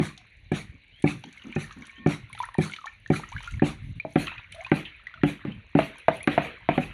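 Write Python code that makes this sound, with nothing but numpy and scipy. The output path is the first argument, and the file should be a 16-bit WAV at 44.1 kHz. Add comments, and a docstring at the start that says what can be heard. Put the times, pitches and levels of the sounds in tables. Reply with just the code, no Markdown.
"""A wooden deck in a yard: hands rinse vegetables in a metal basin while someone pounds a mortar at a steady pace.
Blows and knocks are dying sines with a click of noise; the grains they shake hiss a moment later.
Drops are short rings that may glide up in pitch; stirred water is many tiny rings over patchy noise.
Spray and drizzle are ticks and puffs of noise, a bird chirps in wavering sines, the basin hums faintly,
and slow, deep noise makes the breeze and its gusts on the microphone."""
import sys
import numpy as np
from scipy import signal
from scipy.io import wavfile
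from scipy.ndimage import uniform_filter1d

SR = 44100
rng = np.random.default_rng(int(sys.argv[2]) if len(sys.argv) > 2 else 0)


def wav_out(sig):
    """Save sig, one row per channel (or a flat mono array), as 16-bit PCM at SR to the path in sys.argv[1]."""
    wavfile.write(sys.argv[1], SR, np.round(np.clip(np.atleast_2d(sig).T, -1, 1) * 32767).astype(np.int16))


N = 305613  # length in samples
CHANGE_S = 4.1  # from here the hiss of the hits takes another colour and the deep group is fainter

# pestle blows: start_s, boom_db, octave_db, knock_db, crack_db, hiss_db (shaken grains), sizzle_db, slosh_db
BLOWS = [(-.008, -14.5, -21.5, -27, -37.5, -39, -39.5, -55),
         (0.514, -19.5, -23.5, -22.5, -39, -37.5, -39.5, -58.5),
         (1.038, -14.5, -16, -18.5, -45, -37.5, -40.5, -58.5),
         (1.559, -20, -32.5, -27, -41, -43.5, -44, -56), (2.059, -13.5, -19.5, -17.5, -33, -38, -39, -61),
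         (2.582, -14.5, -21.5, -20.5, -37.5, -39, -37.5, -56),
         (3.099, -14, -18, -17.5, -38.5, -38.5, -38, -51), (3.618, -15.5, -15, -16, -31.5, -37.5, -38, -57),
         (4.155, -18, -17, -14.5, -22, -38, -36, -35.5), (4.714, -17, -15, -15.5, -22.5, -36, -42.5, -47.5),
         (5.232, -16, -15.5, -19, -26, -38.5, -41.5, -48), (5.749, -16, -15.5, -17, -33.5, -37, -46, -47),
         (6.272, -24, -18, -17, -19, -35.5, -45.5, -39.5),
         (6.775, -21.5, -25.5, -13.5, -26, -50.5, -46, -52)]
# what the mortar and boards ring with: pitch_hz, level_db, t60_s (time to fade by 60 dB),
# group (rounded, halves to even: 0 boom, 1 octave, 2 knock, 3 crack, 4 deep)
BOARDS = [(260, 10, .025, 1), (105.4, -3, 0.27, 4), (1760, -5, 0.05, 3.5), (2380, -0.5, 0.034, 3.5),
          (157.3, 2, 0.11, 0), (204.7, -0.5, 0.12, 0), (299.3, 5, 0.098, 1), (345, -3, 0.092, 0.5),
          (239, -0.5, 0.079, 1.5), (560, -2, 0.0446, 2), (752, -3.5, 0.064, 2.5), (830, -18.5, 0.15, 1)]
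# hands in the basin: start_s, stir_db, drizzle_db
HANDS = [(0, -66, -82), (.3, -62, -86), (.4, -72.5, -82), (.9, -73, -85.5), (1.05, -64, -70.5),
         (1.35, -51.5, -70), (1.54, -46, -70), (1.66, -59, -71), (1.85, -50, -67), (2.0, -57.5, -82),
         (2.22, -58.5, -88), (2.41, -49.5, -57), (2.53, -56, -87), (2.75, -52, -63), (2.88, -57, -75),
         (3.02, -67.5, -79), (3.2, -63, -70.5), (3.45, -41.5, -59.5), (3.53, -52, -60.5), (3.63, -53, -97),
         (4.0, -66, -86.5), (4.1, -72, -68), (4.3, -58, -77), (4.48, -59, -79), (4.62, -43, -66),
         (4.75, -56.5, -74), (5.1, -53, -84.5), (5.67, -60.5, -85.5), (5.95, -46, -73.5), (6.25, -70, -92),
         (6.55, -51.5, -81), (6.93, -50, -79)]


def amp(db):
    """Turns decibels into a plain factor."""
    return 10 ** (np.asarray(db) / 20)


def evened(x):
    """Scales x to an rms level of 1."""
    return x / np.sqrt(np.mean(x ** 2) + 1e-20)


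def add(mix, start_s, sound):
    """Adds a sound to the mix at its start time, cutting off what lies outside."""
    at = round(start_s * SR)
    sound = sound[max(-at, 0):]
    part = mix[max(at, 0):][:len(sound)]
    part += sound[:len(part)]


def control(table, index):
    """Follows a table column in dB, with straight lines between its times, and gives factors."""
    rows = np.transpose(table)
    return amp(np.interp(np.arange(N) / SR, rows[0], rows[index]))


def shaped(x, points):
    """Filters x by a gain curve drawn through points of pitch_hz, level_db."""
    point_hz, point_db = np.transpose(points)
    hz = np.fft.rfftfreq(len(x), 1 / SR)
    gain = amp(np.interp(np.log(hz + 1), np.log(point_hz + 1), point_db))
    return np.fft.irfft(np.fft.rfft(x) * gain, len(x))


def coloured(x, points):
    """Filters x by the curve and brings it to rms 1."""
    return evened(shaped(x, points))


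def patchy(points, patchy_db):
    """Noise whose level drifts in small patches of time and frequency."""
    z = signal.stft(rng.standard_normal(N + 512), nperseg=512)[2]
    patches = uniform_filter1d(rng.standard_normal(z.shape), 5, axis=0)
    patches = evened(uniform_filter1d(patches, 6, axis=1))
    noise = signal.istft(z * amp(patchy_db * patches), nperseg=512)[1][:N]
    return coloured(noise, points)


def grainy(spread_db, length_s):
    """Short random bumps in level, as from loose grains, at rms 1."""
    bumpy = evened(uniform_filter1d(rng.standard_normal(N), int(length_s * SR)))
    return evened(amp(spread_db * bumpy))


def swell(peak_s, sharp):
    """Level that climbs to 1 at peak_s and sinks again; a higher sharp makes it narrower."""
    u = np.arange(SR // 2) / SR / peak_s
    return (u * np.exp(1 - u)) ** sharp


def ring(hz, t60_s, rise_s, glide=0.):
    """A dying sine with a soft start; the pitch may rise by the share glide, as a bubble nears the surface."""
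    t = np.arange(round(1.2 * t60_s * SR) + 50) / SR
    glide_s = 0.38 * t60_s
    bent_t = t + glide * (t - glide_s * (1 - np.exp(-t / glide_s)))
    return np.sin(2 * np.pi * hz * bent_t) * amp(-60 * t / t60_s) * (1 - np.exp(-t / rise_s))


def burst(hz, share, t60_s):
    """A short dying puff of noise in a band share x hz wide on each side."""
    band = signal.butter(N=2, Wn=[hz * (1 - share), hz * (1 + share)], btype="band", fs=SR)
    t = np.arange(round(t60_s * SR)) / SR
    noise = evened(signal.lfilter(*band, rng.standard_normal(4000)))[-len(t):]
    return noise * amp(-60 * t / t60_s) * (1 - np.exp(-t / 0.00016))


def lump(db, low_hz, high_hz, length_s):
    """A soft-edged piece of band noise."""
    n = round(length_s * SR)
    band = signal.butter(N=2, Wn=[low_hz, high_hz], btype="band", fs=SR)
    noise = signal.lfilter(*band, rng.standard_normal(SR // 4))
    return amp(db) * evened(noise[-n:]) * signal.windows.tukey(n, .4)


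def scattered(sounds, per_s, spread_db):
    """Each sound repeats at random moments and sizes, about per_s a second in all."""
    shape = (len(sounds), N)
    size = amp(spread_db * np.minimum(rng.exponential(1, shape), 4))
    trains = size * (rng.random(shape) < per_s / len(sounds) / SR)
    return sum(signal.oaconvolve(train, sound)[:N] for train, sound in zip(trains, sounds))


def contact_snap():
    """Level of the first contact of a hit: it starts at full and fades 60 dB in 47 ms."""
    return amp(-60 * np.arange(SR // 10) / SR / 0.047)


def pestle_blows():
    """Each blow rings all modes of mortar and boards, slightly detuned, and shakes the grains."""
    # level of the deep group for every blow: before 4.1 s, from then on [dB]
    deep_levels = [-27, -39.5]
    tone, contact, shake, sizzle = parts = np.zeros((4, N))
    for start_s, boom_db, octave_db, knock_db, crack_db, hiss_db, sizzle_db, _ in BLOWS:
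        group_db = (boom_db, octave_db, knock_db, crack_db, deep_levels[int(start_s > CHANGE_S)])
        detune = 1 + 0.027 * rng.standard_normal(len(BOARDS))
        for k, (hz, db, t60_s, group) in enumerate(BOARDS):
            level = amp(db + group_db[round(group)])
            if k == 0:  # the thud of the pestle leads
                add(tone, start_s + .002, level * ring(hz * detune[k], t60_s, .004))
            else:  # the boards start 1.5 ms later, swinging the opposite way
                add(tone, start_s + .0035, -level * ring(hz * detune[k], t60_s, .0015))
        add(contact, start_s + 0.0026, amp(crack_db) * contact_snap())
        add(shake, start_s, amp(hiss_db) * swell(0.044, 2.9))
        add(sizzle, start_s, amp(sizzle_db) * swell(0.057, 5.0))
    return parts


def wood_knocks():
    """Sharper knocks: three quick body rings, plus the low modes of the boards and shaken grains."""
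    # start_s, level_db, body_hz, low_db (board modes), crack_db, hiss_db, sizzle_db
    knocks = [(4.05, -19.5, 640, -36, -58, -65.5, -62), (5.451, -31, 552, -28.5, -41.5, -51.5, -73),
              (5.789, -5.5, 656, -24, -22.5, -46.5, -46.5), (6.083, -1.5, 665, -25, -19, -41, -48.5),
              (6.378, -4, 695, -22.5, -22.5, -36.5, -45.5), (6.689, -6, 697, -20.5, -23.5, -38.5, -51)]
    tone, contact, shake, sizzle = parts = np.zeros((4, N))
    for start_s, db, hz, low_db, crack_db, hiss_db, sizzle_db in knocks:
        add(tone, start_s, amp(db) * ring(hz, 0.029, 0.00093))
        add(tone, start_s, amp(db - 13) * ring(1.27 * hz, 0.038, 0.00027))
        add(tone, start_s, amp(db - 19) * ring(0.794 * hz, 0.0503, 0.0019))
        for mode_hz, mode_db, t60_s, group in BOARDS:
            if group < 2:
                add(tone, start_s, amp(mode_db + low_db) * ring(mode_hz, 0.88 * t60_s, 0.0029))
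        add(contact, start_s, amp(crack_db) * contact_snap())
        add(shake, start_s, amp(hiss_db) * swell(0.023, 0.44))
        add(sizzle, start_s, amp(sizzle_db) * swell(0.071, 11.0))
    return parts


def struck():
    """Blows and knocks ring the wood and crack; loose grains shaken by each hit hiss a moment later."""
    # colours of the noises, and of the hiss from 4.1 s on: pitch_hz, level_db
    hiss_colour, sizzle_colour = [(250, -6), (500, -5.5), (860, -11), (1200, -1.5), (1550, -8), (2250, 0),
                                  (2900, -12), (4000, -17), (5500, -25.5), (15000, -40)], [(1500, -19.5), (3000, -11.5), (4200, 1), (6200, 1.5),
                                                (8000, 5), (10000, -2.5), (12500, -4.5), (15000, -4.5)]
    crack_colour, later_colour = [(500, -49.5), (1200, 10), (1800, 7.5), (2400, 6.5), (4000, -19.5),
                                  (6000, -42.5), (15000, -31.5)], [(500, 4.5), (1200, -5), (1900, 1), (2200, -4), (2480, 3.5),
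                                                 (2900, 3.5), (4000, -2), (6300, -6.5), (10000, -2),
                                                 (13000, 9.5)]
    tone, contact, shake, sizzle = pestle_blows() + wood_knocks()
    # the boards radiate little deep bass
    tone = signal.lfilter(*signal.butter(N=3, Wn=90, btype="high", fs=SR), tone)
    hiss = sizzle * grainy(1.0, 0.0021) * patchy(sizzle_colour, 3.8)
    hiss += shake * grainy(1.5, 0.0056) * patchy(hiss_colour, 4.4)
    heard_hiss = np.where(np.arange(N) < CHANGE_S * SR, hiss, shaped(hiss, later_colour))
    return tone + contact * patchy(crack_colour, 2.1) + heard_hiss


def wind():
    """A lumpy breeze and gusts that thump the microphone: deep rumble and buffeting noise."""
    # level of the steady breeze: start_s, level_db
    steady_levels = [(0, -54), (.2, -62.5), (.35, -59.5), (.63, -53), (.83, -73), (1.0, -59.5),
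                     (1.3, -67.5), (1.62, -53.5), (1.93, -66.5), (2.39, -53.5), (2.6, -72), (3.0, -60),
                     (3.28, -52), (3.7, -43.5), (4.08, -56.5), (4.45, -57), (5.08, -63.5), (5.42, -57),
                     (5.9, -65.5), (6.3, -60), (6.93, -50)]
    # gusts: start_s, length_s, level_db; the first row is the deep thump that comes with the first blow
    gust_list = [(0, 0.058, -37.5), (0.688, .035, -42), (0.742, .025, -49.5), (0.918, 0.042, -62),
                 (2.172, .1, -54.5), (3.229, .04, -46), (3.325, 0.081, -39.5), (3.512, 0.094, -33.5),
                 (3.801, 0.14, -35.5), (3.947, 0.05, -37), (4.359, .05, -53.5), (4.5, .08, -66),
                 (5.141, 0.096, -53.5), (5.534, 0.08, -47.5)]
    # colours of the rumble and of the buffeting: pitch_hz, level_db
    deep_colour, buffet_colour = [(20, -39.5), (40, 1.5), (60, -3.5), (80, 1.5), (130, -22.5), (300, -69)], [(40, -35.5), (75, -12.5), (105, -0.5), (150, -12),
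                                                  (250, -22.5), (500, -58)]
    gusts, steady = np.zeros(N), control(steady_levels, index=1)
    for start_s, length_s, db in gust_list:
        add(gusts, start_s, amp(db) * signal.windows.tukey(round(length_s * SR), .6))
    deep = steady * grainy(4.2, 0.093) + amp(-7.5) * gusts
    buffet = amp(-3) * steady * grainy(4.5, 0.074) + gusts
    return deep * patchy(deep_colour, 1.8) + buffet * patchy(buffet_colour, 2.7)


def yard_noise():
    """The constant faint noise of the yard: coloured noise with drifting patches."""
    # pitch_hz, level_db
    yard_colour = [(120, -4), (600, -12.5), (1300, -24), (1600, -9.5), (2250, 3), (2830, -6), (3300, -12.5),
                   (4000, -8), (5500, -30), (15000, -43.5)]
    return amp(-62.5) * patchy(yard_colour, 3.3)


def stirred_water():
    """Water stirred by hands and shaken by blows: tiny bubble rings over noise, with small plops."""
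    # colour of the water noise: pitch_hz, level_db
    water_colour = [(290, -58), (500, -49), (616, -14), (779, -26), (959, -18.5), (1150, -30), (1360, -3),
                    (2430, 3.5), (3990, -14), (5190, -71), (8780, -120)]
    stir, slosh = control(HANDS, index=1), np.zeros(N)
    for start_s, *_, slosh_db in BLOWS:
        add(slosh, start_s, amp(slosh_db) * swell(0.11, 2.97))
    bubble_rings = [ring(hz, 20. / hz, 0.00018, 0.18) for hz in np.geomspace(900, 4500, num=16)]
    bubbles = coloured(scattered(bubble_rings, 2160., 9.1), [(500, 2.5), (3000, 8.5), (5000, -5.0)])
    plop_rings = [ring(hz, 0.018, 0.00093, .12) for hz in np.geomspace(1100, 2900, num=9)]
    plops = scattered(plop_rings, per_s=45, spread_db=3.)
    body = 0.2 * bubbles + 0.4 * patchy(water_colour, 5.4)
    return (stir + slosh) * body + stir * amp(-3) * plops


def drizzle_and_mist():
    """Fine drizzle from the hands and a mist after each blow: random ticks and hiss, with spray clicks."""
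    # colour of ticks and hiss: pitch_hz, level_db
    fine_colour = [(2500, -17.5), (4500, -1.5), (6200, -2), (8000, -10.5), (10000, -8.5), (15000, -2)]
    drizzle, mist = control(HANDS, index=2), np.zeros(N)
    for start_s, *_ in BLOWS:
        add(mist, start_s, amp(-61.5) * swell(0.069, 5.7))
    ticks = amp(4. * np.minimum(rng.exponential(1, N), 4))
    ticks = ticks * (rng.random(N) < 500. / SR) * rng.choice([-1, 1], N)  # about 500 a second
    fine = 1.1 * coloured(ticks, fine_colour) + 1.7 * patchy(fine_colour, 1.4)
    fleck_puffs = [burst(hz, 0.12, 0.019) for hz in np.geomspace(5600, 10300, num=7)]
    flecks = scattered(fleck_puffs, per_s=28, spread_db=3.5)
    return (drizzle + mist) * fine + drizzle * amp(14) * flecks


def hollow_notes():
    """Short hollow, wavering notes: noise in a very narrow band."""
    # start_s, level_db, pitch_hz, length_s
    hollows = [(0.171, -65.5, 718, 0.053), (4.538, -47, 652, 0.081), (5.134, -65.5, 646, 0.07),
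               (5.874, -57.5, 614, 0.062), (6.163, -54, 617, 0.06), (6.601, -73, 726, .045)]
    out = np.zeros(N)
    for start_s, db, hz, length_s in hollows:
        add(out, start_s, lump(db, 0.96 * hz, 1.04 * hz, length_s))
    return out


def spray_clicks():
    """The clearest spray clicks: a narrow puff of noise with a wide one under it."""
    # start_s, level_db, pitch_hz
    spray = [(0.178, -38, 5640), (0.521, -37, 8050), (1.024, -37.5, 8240), (1.239, -44, 5500),
             (1.328, -43, 7200), (1.38, -50, 6030), (1.52, -49, 7600), (1.556, -39.5, 6140),
             (1.726, -43, 6700), (1.855, -45, 6440), (1.869, -39, 8600), (2.073, -36, 6360),
             (2.33, -40, 9300), (2.389, -40, 9900), (2.427, -37, 5800), (2.454, -40, 9900),
             (2.542, -45, 9300), (2.584, -38, 8300), (2.714, -38, 7800), (2.73, -40, 6300),
             (2.742, -44, 6330), (2.765, -47, 5600), (2.86, -37.5, 6500), (3.076, -46.5, 6400),
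             (3.102, -42, 7600), (3.3, -45, 6860), (3.318, -43, 6600), (3.326, -51, 5950),
             (3.432, -40, 8440), (3.445, -44, 6160), (3.475, -40, 7300), (3.511, -39.5, 7600),
             (4.523, -34.5, 8600), (4.549, -44, 9900), (5.79, -43, 7100), (5.984, -41.5, 9560),
             (5.999, -50, 9600), (6.083, -46, 9450), (6.169, -42, 9800), (6.231, -34.5, 10000),
             (6.378, -45, 6900)]
    out = np.zeros(N)
    for start_s, db, hz in spray:
        wide_db = db + 5 - 1.5 * hz / 1000  # fainter the higher the click
        add(out, start_s - .001, amp(db) * burst(hz, 0.12, 0.019))
        add(out, start_s - .001, amp(wide_db) * burst(5000, 0.51, 0.033))
    return out


def vegetable_bumps():
    """Vegetables bump softly on the basin floor: short lumps of low band noise."""
    # start_s, level_db, pitch_hz (the band spans 0.68 to 1.124 times this), length_s
    bumps = [(0.716, -55.5, 240, 0.049), (1.141, -40.5, 163, 0.053), (1.235, -48, 248, 0.067),
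             (1.435, -42.5, 275, 0.085), (1.756, -46.5, 240, 0.086), (1.971, -49.5, 242, 0.1),
             (5.469, -31, 192, 0.047), (5.519, -49, 153, 0.054)]
    out = np.zeros(N)
    for start_s, db, hz, length_s in bumps:
        add(out, start_s, lump(db, 0.68 * hz, 1.124 * hz, length_s))
    return out


def bird():
    """A bird chirps: gliding sines whose pitch and level waver."""
    # start_s, length_s, from_hz, to_hz, level_db
    chirps = [(0.917, 0.11, 2930, 3420, -60), (1.246, 0.048, 2900, 3430, -59),
              (1.946, 0.057, 3010, 3220, -55.5)]
    out = np.zeros(N)
    for start_s, length_s, from_hz, to_hz, db in chirps:
        n = round(length_s * SR)
        waver = evened(uniform_filter1d(rng.standard_normal((2, 8000)), 150, axis=1))[:, :n]
        hz = np.linspace(from_hz, to_hz, n) * (1 + 0.014 * waver[0])
        tone = np.sin(2 * np.pi * np.cumsum(hz) / SR)
        add(out, start_s, amp(db + 4.5 * waver[1]) * tone * signal.windows.tukey(n, .6))
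    return out


def falling_drops():
    """Drops and bubbles ring, with a splat of noise as the surface bursts."""
    # start_s, level_db, pitch_hz, t60_s, glide (pitch rise as a share), splat_db
    drops = [(1.239, -29, 840, 0.014, 0.03, -39), (1.374, -36, 2160, 0.03, 0.034, -53),
             (1.42, -40, 2780, .035, .1, -46.5), (1.525, -33.5, 2220, 0.042, 0.19, -44),
             (1.641, -36, 1760, 0.046, .1, -55), (1.709, -34, 1200, .026, 0.13, -44),
             (1.822, -35, 2190, 0.032, .1, -47), (1.895, -34.5, 2180, 0.032, 0.12, -53),
             (2.3, -42, 1070, 0.037, 0, -63), (2.329, -34, 2150, 0.044, 0.15, -43),
             (2.349, -39.5, 836, 0.037, 0.033, -39), (2.377, -36.5, 1305, 0.039, 0.00053, -46),
             (2.391, -38, 3500, 0.031, 0.003, -45), (2.402, -19.5, 952, 0.063, 0.14, -41),
             (2.417, -33.5, 2320, 0.028, 0.014, -50), (2.429, -30, 950, .045, 0, -57),
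             (2.433, -27.5, 1250, .036, 0.16, -52), (2.44, -29.5, 1680, .042, 0.41, -50),
             (2.452, -41, 1220, .065, 0.95, -64), (2.488, -24, 1040, 0.014, 0.071, -51),
             (2.544, -30, 1830, 0.025, 0.023, -47), (2.551, -26.5, 900, 0.02, 0.038, -55),
             (2.61, -35, 1720, 0.076, 0.035, -51), (2.697, -34, 1390, .035, .11, -44),
             (2.72, -34, 2160, 0.039, 0, -41), (2.736, -26, 2170, 0.024, 0.15, -35.5),
             (2.738, -33, 2920, .033, 0.089, -54), (2.763, -47, 2070, .03, .05, -34.5),
             (2.786, -33, 1304, .038, 0, -54), (2.814, -41.5, 1160, 0.052, 0.17, -54),
             (2.842, -28.5, 1095, 0.04, 0.0067, -58), (2.857, -33, 827, 0.031, .12, -49),
             (2.868, -30, 1250, 0.029, .25, -55), (2.869, -30, 1756, .053, 0.073, -59),
             (2.877, -34, 2230, 0.046, 0.13, -53), (3.061, -28.5, 1710, 0.02, 0.15, -52),
             (3.16, -29.5, 2400, 0.052, 0, -56), (3.197, -27.5, 806, 0.019, 0.17, -56),
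             (3.235, -27.5, 1200, .025, 0.18, -56), (3.238, -30.5, 1830, 0.021, 0.061, -57),
             (3.32, -36, 840, 0.098, 0.99, -58), (3.325, -36.5, 2250, .04, 0.072, -47),
             (3.364, -22.5, 1540, 0.023, .19, -44), (3.38, -34.5, 2120, 0.055, 0.26, -44),
             (3.405, -35.5, 900, 0.023, .21, -40), (3.475, -27.5, 1377, 0.048, 0.06, -58),
             (3.539, -32, 2140, 0.021, 0.037, -68), (3.596, -21, 1710, 0.013, 0.097, -49),
             (3.999, -21, 2300, 0.034, .11, -45), (4.27, -25.5, 3030, 0.029, 0.081, -31),
             (4.278, -28.5, 1250, .03, 0.2, -50), (4.28, -28.5, 2570, .036, 0, -43),
             (4.318, -35, 1700, 0.022, .4, -62), (4.38, -32.5, 2420, 0.047, 0.14, -42),
             (4.525, -42, 3030, .029, .02, -46.5), (4.546, -42, 644, 0.14, 0.18, -44),
             (4.607, -28.5, 2120, 0.021, .1, -54), (4.611, -39, 710, 0.081, 0.19, -55),
             (4.647, -27, 2386, 0.04, 0.15, -43), (4.665, -33, 937, .041, 0.35, -39.5),
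             (5.069, -22, 1967, 0.019, 0, -42.5), (5.14, -30, 1410, 0.021, 0.064, -47),
             (5.175, -42.5, 1250, 0.047, 0.16, -63), (5.215, -39, 1810, 0.04, 0.15, -57.5),
             (5.52, -37.5, 2920, 0.029, 0.15, -53), (6.206, -32.5, 1970, 0.062, .45, -51),
             (6.241, -28, 2450, .021, 0, -49)]
    out = np.zeros(N)
    for start_s, db, hz, t60_s, glide, splat_db in drops:
        add(out, start_s, amp(db) * ring(hz, t60_s, 0.0011, glide))
        add(out, start_s, amp(splat_db) * burst(2800, 0.43, .025))
    return out


def basin_hum():
    """The basin hums faintly: steady sines with a grainy level that swells and sinks."""
    # modes: pitch_hz, level_db
    modes = [(1090, -4), (1820, 2.5)]
    # swelling: start_s, level_db
    hum_levels = [(1.64, -99), (1.7, -60.5), (1.9, -65.5), (1.96, -58.5), (2.051, -52.5), (2.08, -89)]
    out = np.zeros(N)
    for hz, db in modes:
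        tone = np.sin(2 * np.pi * hz * np.arange(N) / SR)
        out += amp(db) * control(hum_levels, 1) * grainy(3.2, 0.026) * tone
    return out


def falling_handful():
    """A handful of water falls back: two puffs of noise at once."""
    out, start_s = np.zeros(N), 4.852
    add(out, start_s, amp(-34.0) * burst(2900, 0.09, .09))
    add(out, start_s, amp(-42) * burst(2800, 0.17, .09))
    return out


def yard_echo(x, t60_s=0.27):
    """Sparse, dying echoes of random sign from walls and roof, then coloured."""
    # pitch_hz, level_db
    echo_colour = [(100, 0), (400, -5), (700, -6.5), (1200, -4.5), (2400, -6.5), (4000, -1.5), (8000, -5)]
    taps = np.zeros(SR // 2)
    at = np.arange(300, SR // 2 - 20, 20)
    sign = rng.choice([-1., 1.], len(at))
    taps[at + rng.integers(0, 20, len(at))] = sign * amp(-60 * at / SR / t60_s)
    echoes = signal.fftconvolve(x, taps / np.linalg.norm(taps))[:N]
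    return shaped(echoes, echo_colour)


def scene():
    """Adds up hits, water, their echoes, bird, hum and air."""
    hits = struck()
    air = wind() + yard_noise()
    wet = stirred_water() + drizzle_and_mist() + hollow_notes() + spray_clicks()
    wet += vegetable_bumps() + falling_drops() + falling_handful()
    echoes = yard_echo(amp(-7) * (hits + wet))
    return (hits + wet + echoes + bird() + basin_hum() + air)[None]


def record(dry):
    """The colour of the small microphone, then the band limit."""
    # pitch_hz, level_db
    mic_colour = [(20, -16.5), (40, 2.5), (80, 0.5), (4000, 3), (4650, -4.5), (5000, -17), (5700, -5.5),
                  (6400, -5), (7400, -13.5), (8100, -15.5), (9100, -7.5), (9800, -1), (10700, -5),
                  (11500, -14), (13200, -24.5), (15300, -30)]
    heard = shaped(np.pad(dry[0], 2000), mic_colour)[None, 2000:-2000]
    low_pass = signal.firwin(511, 15700, window=("kaiser", 9), fs=SR)  # cutoff in Hz
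    return signal.oaconvolve(heard, low_pass[None], "same")


dry = scene()
out = record(dry)
wav_out(out)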